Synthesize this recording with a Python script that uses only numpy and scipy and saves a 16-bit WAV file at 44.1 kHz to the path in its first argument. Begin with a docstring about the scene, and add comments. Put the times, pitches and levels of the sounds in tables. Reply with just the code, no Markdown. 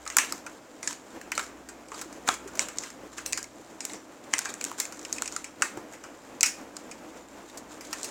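"""Sharp plastic snaps and crackling rubs sound over the low rumble and faint mains hum of a small room.
A toy car's blister is being pressed and peeled off its cardboard backing on a table. The thin dome
buckles, and each snap rings briefly in the plastic's modes and excites the room's reverberation.
Between the snaps fingers rub by stick-slip friction, the glued rim crackles and the card bumps the table."""
import sys
import numpy as np
from scipy import signal
from scipy.fft import rfft, irfft, next_fast_len
from scipy.io import wavfile

SR = 44100
rng = np.random.default_rng(int(sys.argv[2]) if len(sys.argv) > 2 else 0)


def waveform_to_disk(signal):
    """Save audio, clipped to [-1, 1], as 16-bit WAV at the path in sys.argv[1]."""
    frames = np.transpose(np.atleast_2d(signal))
    scaled = np.clip(frames, -1, 1) * 32767
    samples = np.round(scaled).astype(np.int16)
    wavfile.write(sys.argv[1], SR, samples)


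N = 357341

# frequency bands of a snap, in the order card, dome, crack, fizz: low_hz, high_hz
SNAP_BANDS = [(780, 1650), (1600, 2950), (4100, 8700), (8700, 18000)]
# strokes of fingers and peeling rim over the plastic: middle_s, half_length_s, level_db
FRICTION_STROKES = [(0.221,0.23,-44), (0.247,0.013,-35), (0.545,0.066,-53), (0.896,0.046,-35.5),
                    (1.398,0.095,-40), (1.978,0.095,-41.5), (2.277,0.017,-37), (2.313,.06,-36.5),
                    (2.613,0.062,-41), (2.773,0.0075,-36), (2.838,0.094,-43), (3.135,0.014,-43.5),
                    (3.179,0.016,-37.5), (3.202,0.037,-47), (3.26,.006,-31), (3.39,0.0061,-29),
                    (3.903,0.094,-46.5), (4.243,0.0089,-45), (4.386,0.1,-39.5), (4.455,.01,-30.5),
                    (4.498,0.013,-33.5), (4.679,0.14,-45), (4.799,0.027,-34.5), (5.204,0.35,-46),
                    (5.662,.09,-44.5), (5.934,0.037,-49), (6.58,.05,-54.5), (6.796,0.055,-59),
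                    (7.716,0.032,-47), (7.851,0.012,-40), (7.993,0.19,-43)]
SMALL_CREASE_HZ = 7550   # ring of a small, high-pitched crease


def from_db(db):
    """Amplitude ratio of a level in decibels."""
    return 10 ** (np.asarray(db) / 20)


def rms_one(x):
    """Normalise power: rms 1."""
    return x / np.sqrt(np.mean(x ** 2) + 1e-20)


def energy_one(x):
    """Normalise energy: a sum of squares of 1."""
    return x / np.sqrt(np.sum(x ** 2) + 1e-20)


def decay(t, t60):
    """Exponential damping: 60 dB lost in t60 seconds."""
    return from_db(-60 * t / t60)


def in_time(rows):
    """Linear interpolation of (time_s, value) rows at every sample."""
    return np.interp(np.arange(N) / SR, *np.transpose(rows))


def at_hz(points, hz):
    """Interpolation of (frequency_hz, value) points on a logarithmic frequency axis."""
    f, value = np.transpose(points)
    return np.interp(np.log(np.maximum(hz, 1)), np.log(f), value)


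def drift(per_s):
    """Slow random modulation with a spread of about 1."""
    knots = rng.standard_normal(4000)
    return np.interp(np.arange(N) / SR * per_s, np.arange(len(knots)), knots)


def add(out, start_s, sound):
    """Superposition: a sound joins the mix at start_s."""
    i = max(0, round(start_s * SR))
    out[i:i + len(sound)] += sound[:max(0, N - i)]


def band_filter(low_hz, high_hz, order=3):
    """Second-order sections of a causal band-pass."""
    return signal.butter(order, [low_hz, min(high_hz, .47 * SR)], "band", fs=SR, output="sos")


def resonance(x, hz, width_hz):
    """Two-pole resonator with unit gain at its peak."""
    r = np.exp(-np.pi * width_hz / SR)
    feedback = [1, -2 * r * np.cos(2 * np.pi * hz / SR), r * r]
    return signal.lfilter(np.array([1, 0, -1]) * (1 - r * r) / 2, feedback, x)


def with_peaks(x, peaks):
    """Forced response: a sound plus the resonances that it drives."""
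    return x + sum(from_db(db) * resonance(x, hz, width) for hz, width, db in peaks)


def coloured(x, spectrum):
    """Spectral shaping of a steady sound, returned at rms 1."""
    size = next_fast_len(N)
    gain = from_db(at_hz(spectrum, np.arange(size // 2 + 1) * SR / size))
    return rms_one(irfft(rfft(x, size) * gain, size)[:N])


def room_tone(rumble_db=-47.5, flutter_db=2.02, mains_hz=60, hum_db=-3):
    """Ambient noise: broadband rumble and hiss plus two mains harmonics, all amplitude-modulated."""
    # spectral density of rumble and hiss: frequency_hz, density_db
    spectrum = [(25, -24), (60, -19.5), (150, -15.5), (200, -7.5), (300, -1), (375, -9.5), (500, -5),
                (1050, -11.5), (2390, -20), (4060, -30.5), (6000, -27), (7300, -28), (9500, -37),
                (17000, -38.5)]
    # resonance in the rumble: pitch_hz, width_hz, gain_db
    peaks = [(327, 59, -6.5)]
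    # slow swell of the rumble: time_s, gain_db
    swell = [(0,-2), (.25,2), (.7,-3), (1.33,1), (1.76,0), (2.05,0), (2.48,2), (2.9,-0.5), (3.55,-1.5),
             (4.1,-2), (4.5,0.5), (4.75,0), (5.64,1), (6.14,-0.5), (6.5,1.5), (6.8,-.5), (8.1,1)]
    # strength of the hum's harmonics: time_s, fundamental_db, octave_db
    hum_levels = [(.1,-59,-73), (.3,-68,-71), (.8,-74,-71), (1.15,-72,-69), (1.4,-60.5,-70), (2.05,-66,-75),
                  (2.45,-57.5,-66), (2.85,-68,-71), (3.3,-58,-61), (3.95,-82,-74), (4.55,-70,-64),
                  (4.95,-71,-77), (5.25,-61,-70), (5.6,-71,-72), (6.45,-69,-68), (7.3,-66,-80),
                  (8.1,-68,-65)]
    noise = rms_one(with_peaks(coloured(rng.standard_normal(N), spectrum), peaks))
    noise_db = rumble_db + in_time(swell) + flutter_db * drift(18)
    phase = 2 * np.pi * mains_hz * np.arange(N) / SR + .5 * drift(4.2)
    fundamental = from_db(in_time([(s, db) for s, db, _ in hum_levels]) + hum_db) * np.sin(phase)
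    octave = from_db(in_time([(s, db) for s, _, db in hum_levels]) + hum_db) * np.sin(2 * phase)
    return from_db(noise_db) * noise + np.sqrt(2) * (fundamental + octave)


def room(x, level_db=-1, build_s=0.0002, treble_db=-2):
    """Reverberation: dense reflections off table and near walls build at once and decay band by band."""
    # reverberation time of the room: frequency_hz, t60_s
    decay_times = [(300, 0.19), (800, 0.22), (2100, 0.33), (6000, 0.22), (14000, 0.27)]
    t = np.arange(SR // 2) / SR
    edges_hz = np.geomspace(100, 18000, 11)
    response = 0
    for low, high in zip(edges_hz, edges_hz[1:]):
        hz = np.sqrt(low * high)
        gain = from_db(treble_db * np.clip(np.log2(hz / 6000), 0, 1))
        reflections = signal.sosfilt(band_filter(low, high, order=2), rng.standard_normal(len(t)))
        response = response + gain * reflections * decay(t, at_hz(decay_times, hz))
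    build_up = (1 - np.exp(-t / build_s)) ** 2
    return from_db(level_db) * signal.fftconvolve(x, energy_one(response * build_up))[:N]


def bumps(contact_s=0.0002, lowest_hz=170):
    """Impact: soft contacts ring damped modes of card and table; the deep bass is rolled off."""
    # one damped mode of a bump per row (the loud knock rings three): start_s, level_db, pitch_hz, t60_s
    bump_modes = [(.186, -35.5, 270, 0.078), (.547, -42, 480, 0.05), (1.379, -27.5, 573, 0.029),
                  (1.92, -38, 427, 0.044), (2.058, -35.5, 330, 0.078), (2.154, -36, 322, 0.047),
                  (2.2875, -28, 300, 0.02), (2.288, -12, 757, 0.023), (2.289, -29, 1253, 0.16),
                  (2.459, -32.5, 395, 0.075), (3.035, -35, 298, 0.037), (3.596, -38, 497, .05),
                  (3.71, -42, 330, .05), (4.66, -42, 313, 0.053), (4.339, -37, 297, 0.074),
                  (5.774, -35, 134, 0.057), (5.773, -25, 340, 0.039)]
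    out, t = np.zeros(N), np.arange(SR // 4) / SR
    attack = 1 - np.exp(-t / contact_s)
    for start_s, db, hz, t60 in bump_modes:
        add(out, start_s, from_db(db) * np.sin(2 * np.pi * hz * t) * decay(t, t60) * attack)
    return signal.sosfilt(band_filter(lowest_hz, 4000, order=2), out + 1e-18)


def rubbing(level_db=-4, slips_per_s=350, spread_db=-0.5, clump_db=5, hiss_db=-3,
            grip_db=-56, grip_waver_db=2):
    """Stick-slip friction: clumps of tiny slips over the hiss of skin on plastic swell with each stroke."""
    # spectral density of the friction noise: frequency_hz, density_db
    spectrum = [(100, -18), (300, 7.5), (700, 1.5), (1400, 7), (2400, -5), (3700, 1.5), (5500, -1.5),
                (7200, 7), (9500, -9.5), (15000, -15.5)]
    slipping = rng.random(N) < slips_per_s * from_db(clump_db * drift(45)) / SR
    slips = slipping * from_db(spread_db * np.minimum(rng.exponential(1, N), 3.5))
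    # every slip shakes the sheet for about a millisecond
    shaking = signal.lfilter([1], [1, -np.exp(-1 / (0.001 * SR))], slips + 1e-18)
    friction = rms_one(shaking * rng.standard_normal(N)) + from_db(hiss_db) * rng.standard_normal(N)
    force = from_db(grip_db + grip_waver_db * drift(8))   # resting fingers never keep quite still
    for middle_s, half_s, db in FRICTION_STROKES:
        add(force, middle_s - half_s, from_db(db) * np.hanning(round(2 * half_s * SR)))
    return from_db(level_db) * force * coloured(friction, spectrum)


def crinkles(per_s=20, level_db=-4.5, spread_db=5, body_db=-6, fizz_db=-15, t60_s=.022,
             room_db=-5, low_hz=1300, high_hz=2600):
    """Small-scale buckling: rows of tiny snaps crowd the middle of each longer stroke and scale with it."""
    rows = []
    for middle_s, half_s, stroke_db in FRICTION_STROKES:
        draws = rng.random((20, 5))[:int(per_s * 2 * half_s)]
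        for early, late, size, panel, crease in draws:
            start_s = middle_s + half_s * (late - early)
            db = stroke_db + level_db + spread_db * (2 * size - 1)
            panel_hz = low_hz * (high_hz / low_hz) ** panel
            crease_hz = SMALL_CREASE_HZ * 2 ** (-crease / 2)
            rows.append((start_s, db, db + body_db, db + fizz_db, panel_hz, crease_hz, t60_s, room_db))
    return rows


def body_levels(body_db, panel_hz, even_share_hz=1654, steepness=6.5):
    """Energy partition between card and dome: a low panel mode drives the card, a high one the dome."""
    dome_share = 1 / (1 + (even_share_hz / panel_hz) ** steepness)
    return body_db + 10 * np.log10(1 - dome_share), body_db + 10 * np.log10(dome_share)


def snap(levels_db, rings, t60, filters, treble_damping=0.16, break_db=-1, break_s=0.00035):
    """Snap-through buckling: a hard first break, then dense modes, the high ones damped fastest."""
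    # resonances common to all snaps, among them a broad lift near 7 kHz: pitch_hz, width_hz, gain_db
    common_peaks = [(1340, 79, -5), (2280, 900, -1.5), (6180, 340, -6), (6980, 1000, 5.5), (7660, 160, -4),
                    (10000, 1050, -9)]
    t = np.arange(3000) / SR
    out = np.zeros(len(t))
    for (low_hz, _), sos, db in zip(SNAP_BANDS, filters, levels_db):
        band_t60 = max(t60, .003) * (4000 / low_hz) ** treble_damping
        envelope = decay(t, band_t60) + from_db(break_db) * np.exp(-t / break_s)
        modes = with_peaks(rng.standard_normal(len(t)) * envelope, common_peaks + rings)
        out += from_db(db) * energy_one(signal.sosfilt(sos, modes))
    return out * np.sqrt(SR / 100)   # band levels are rms over a hundredth of a second


def blister(level_db=-3.0, panel_db=11, panel_width_hz=200, crease_db=1, crease_width_hz=400,
            crease_db_per_octave=13, all_round_db=-8, path_sets=4):
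    """Directivity: each buckling fold faces its own way and sends its own share into the room."""
    # buckling folds: start_s, crack_db, body_db, fizz_db, panel_hz, crease_hz, t60_s, room_share_db
    folds = [(.0638,-47,-36,-57,1274,5260,0.021,-1), (.0764,-31.5,-41,-58,1900,6800,0.013,-9),
             (.1013,-34.5,-36,-51,2010,6060,0.015,-3), (.1683,-15.5,-21,-19,1330,7700,0.012,-10),
             (.1852,-15.5,-17.5,-35,1860,7050,.015,-5), (.1913,-34,-32,-46,2250,7240,0.0096,4),
             (.3234,-27,-33,-35,1250,7840,.0075,-9.5), (.4642,-39,-34,-53,1500,6070,0.054,-11),
             (.8292,-35,-40.5,-57,2030,7000,0.016,1), (.8744,-22.5,-32.5,-50,1750,6910,0.021,-8.5),
             (1.2134,-44,-43.5,-52,1750,6580,.022,-5), (1.3184,-30.5,-24.5,-40,2020,6140,0.028,-11),
             (1.3523,-36,-48,-46,1900,4200,0.059,-5), (1.378,-26.5,-23.5,-49,1390,7570,0.0078,-7.5),
             (1.394,-34,-25.5,-45,1390,4000,0.039,-12), (1.6881,-39.5,-42,-51,1510,7840,0.051,-6),
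             (1.9178,-44,-35.5,-65,1220,6380,0.024,-5), (1.9437,-41,-40,-65,1070,4700,.047,-18),
             (2.0138,-34,-38,-42,1440,7630,0.051,-9), (2.1272,-46,-50,-57,1500,6700,.025,-1),
             (2.277,-30,-26.5,-38,1340,5950,0.047,-4), (2.288,-19.5,-18,-41,1260,3430,0.017,-10.5),
             (2.4761,-42,-42,-53,1416,8000,.08,-16), (2.5542,-40,-43,-47,1440,6140,0.034,-9),
             (2.5935,-18.5,-26,-43,2200,5840,0.007,-7.5), (2.6854,-36,-37,-48,1600,6340,0.029,-4),
             (2.7852,-25,-47,-55,2160,6900,0.01,-9), (2.836,-36.5,-38.5,-62,2000,5300,0.037,-6.5),
             (3.1813,-36.5,-34.5,-62,1550,7420,0.05,-6), (3.2615,-29,-40,-36,2630,6200,0.016,-4),
             (3.325,-29,-40,-42,2610,6970,0.013,-15), (3.3309,-23,-28.5,-42,2550,6940,0.005,-8),
             (3.375,-27,-32.5,-44,1620,5210,.049,-9), (3.4287,-35.5,-60,-48,1810,6700,.013,-8),
             (3.442,-40,-44,-56,2180,5700,.014,-17), (3.8057,-32,-40.5,-60,2260,5330,0.021,-4),
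             (3.8517,-28.5,-41,-38,2000,7170,0.018,-9), (3.8969,-42.5,-47,-62,2100,3820,0.023,-5),
             (3.9344,-37.5,-43.5,-61,2110,5830,0.005,-1.5), (4.3332,-37,-39.5,-57,2070,5990,.008,-14),
             (4.3366,-19.5,-18.5,-44,2040,5900,0.013,-11), (4.3825,-26.5,-37,-51,1885,6550,.0078,-10),
             (4.3901,-24,-31,-32,1480,7960,0.011,-17), (4.4559,-35,-31.5,-60,1590,6300,0.024,-1.5),
             (4.54,-34.5,-41.5,-50,1690,6160,0.0087,-8), (4.6118,-32,-36,-45,2370,6930,0.014,-10),
             (4.6417,-26.5,-40,-39,2620,7150,0.0026,-11), (4.6493,-31,-45,-45,2610,7800,0.011,-18),
             (4.715,-48,-33,-48,1040,8240,0.012,-12), (4.8008,-23,-35.5,-30,2100,7900,0.019,-4),
             (4.853,-34.5,-41.5,-59,2570,6070,0.01,-5), (4.9232,-40,-42,-52,1490,5610,.023,-3),
             (4.9922,-39.5,-48,-60,1230,5750,0.027,-18), (5.0502,-34.5,-38,-53,2720,5320,0.024,-24),
             (5.1269,-23.5,-42,-40,2400,6700,0.014,-8), (5.163,-43,-44,-56,2440,5770,.05,-7),
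             (5.183,-36,-34,-61,2540,5220,.02,-15), (5.2211,-24.5,-30.5,-38,1473,6900,.012,-12),
             (5.2578,-34,-38.5,-59,2550,6280,0.03,-8), (5.2769,-30,-39.5,-58,2420,5670,.023,-13),
             (5.3236,-37,-45,-58,1290,7020,.012,-1), (5.3635,-27.5,-32.5,-48,1400,7300,0.012,-7.5),
             (5.443,-34.5,-37,-52,2340,7600,0.027,-6), (5.6214,-20,-19,-35,1514,7750,0.031,-8),
             (5.773,-46,-38.5,-54,1040,5740,0.018,-4), (5.9353,-46,-44.5,-57,2000,8000,0.053,-5),
             (6.0378,-43.5,-40.5,-59,1424,5840,0.038,-3), (6.4078,-20,-31,-36,2570,5840,0.02,-15.5),
             (6.43,-14.5,-27.5,-37,2210,5500,.01,-5.5), (6.4322,-18.5,-19,-28,2500,5960,0.035,-6.5),
             (6.4602,-23.5,-39,-36,1960,5620,0.037,0), (6.767,-34.5,-42,-52,1510,4960,0.016,-16),
             (6.913,-38.5,-42,-59,2440,5250,.058,-8), (7.498,-48,-54,-61,2000,3760,.03,-8),
             (7.5739,-36.5,-48,-44.5,1530,8000,0.067,-22), (7.8091,-42.5,-45.5,-50,2300,4950,0.033,-1),
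             (7.9291,-28.5,-27,-40,1820,5660,0.038,-11), (8.0313,-31.5,-55,-48,2400,7290,.005,-2),
             (8.0445,-31,-42,-40,2680,5580,0.054,-5)]
    direct, into_room = np.zeros(N), np.zeros((path_sets, N))
    card, dome, crack, fizz = [band_filter(low, high) for low, high in SNAP_BANDS]
    crack_low_hz, crack_high_hz = SNAP_BANDS[2]
    for k, fold in enumerate(folds + crinkles()):
        start_s, crack_db, body_db, fizz_db, panel_hz, crease_hz, t60, room_db = fold
        levels_db = *body_levels(body_db, panel_hz), crack_db, fizz_db
        # a bigger crease rings lower and stronger, and the crack reaches down to its ring
        ring_db = crease_db + crease_db_per_octave * np.log2(SMALL_CREASE_HZ / crease_hz)
        rings = [(panel_hz, panel_width_hz, panel_db), (crease_hz, crease_width_hz, ring_db)]
        reach_hz = crease_hz - crease_width_hz
        fold_crack = band_filter(reach_hz, crack_high_hz) if reach_hz < crack_low_hz else crack
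        filters = card, dome, fold_crack, fizz
        add(direct, start_s, from_db(level_db) * snap(levels_db, rings, t60, filters))
        # the room receives all sides of the dome, so single rings stand out less in it
        blurred = [(hz, width, db + all_round_db) for hz, width, db in rings]
        radiated = from_db(level_db + room_db) * snap(levels_db, blurred, t60, filters)
        add(into_room[k % path_sets], start_s, radiated)
    return direct + sum(room(x) for x in into_room)   # each set of paths has its own reflections


def scene(rub_room_db=-5, bump_room_db=-16):
    """Direct and reverberant fields add; bumps travel mostly through the table and arrive nearly dry."""
    rubbed, bumped = rubbing(), bumps()
    reflected = room(from_db(rub_room_db) * rubbed + from_db(bump_room_db) * bumped)
    return (blister() + rubbed + bumped + reflected + room_tone())[None]


def record(dry, droop_hz=15500, cutoff_hz=19000):
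    """Clipping and band limiting: peaks stop at full scale, and the top treble droops and is cut."""
    clipped = np.clip(dry, -1, 1)
    softened = signal.sosfilt(signal.butter(4, droop_hz, fs=SR, output="sos"), clipped)
    return signal.sosfilt(signal.ellip(8, .2, 70, cutoff_hz, fs=SR, output="sos"), softened)


dry = scene()
out = record(dry)
waveform_to_disk(out)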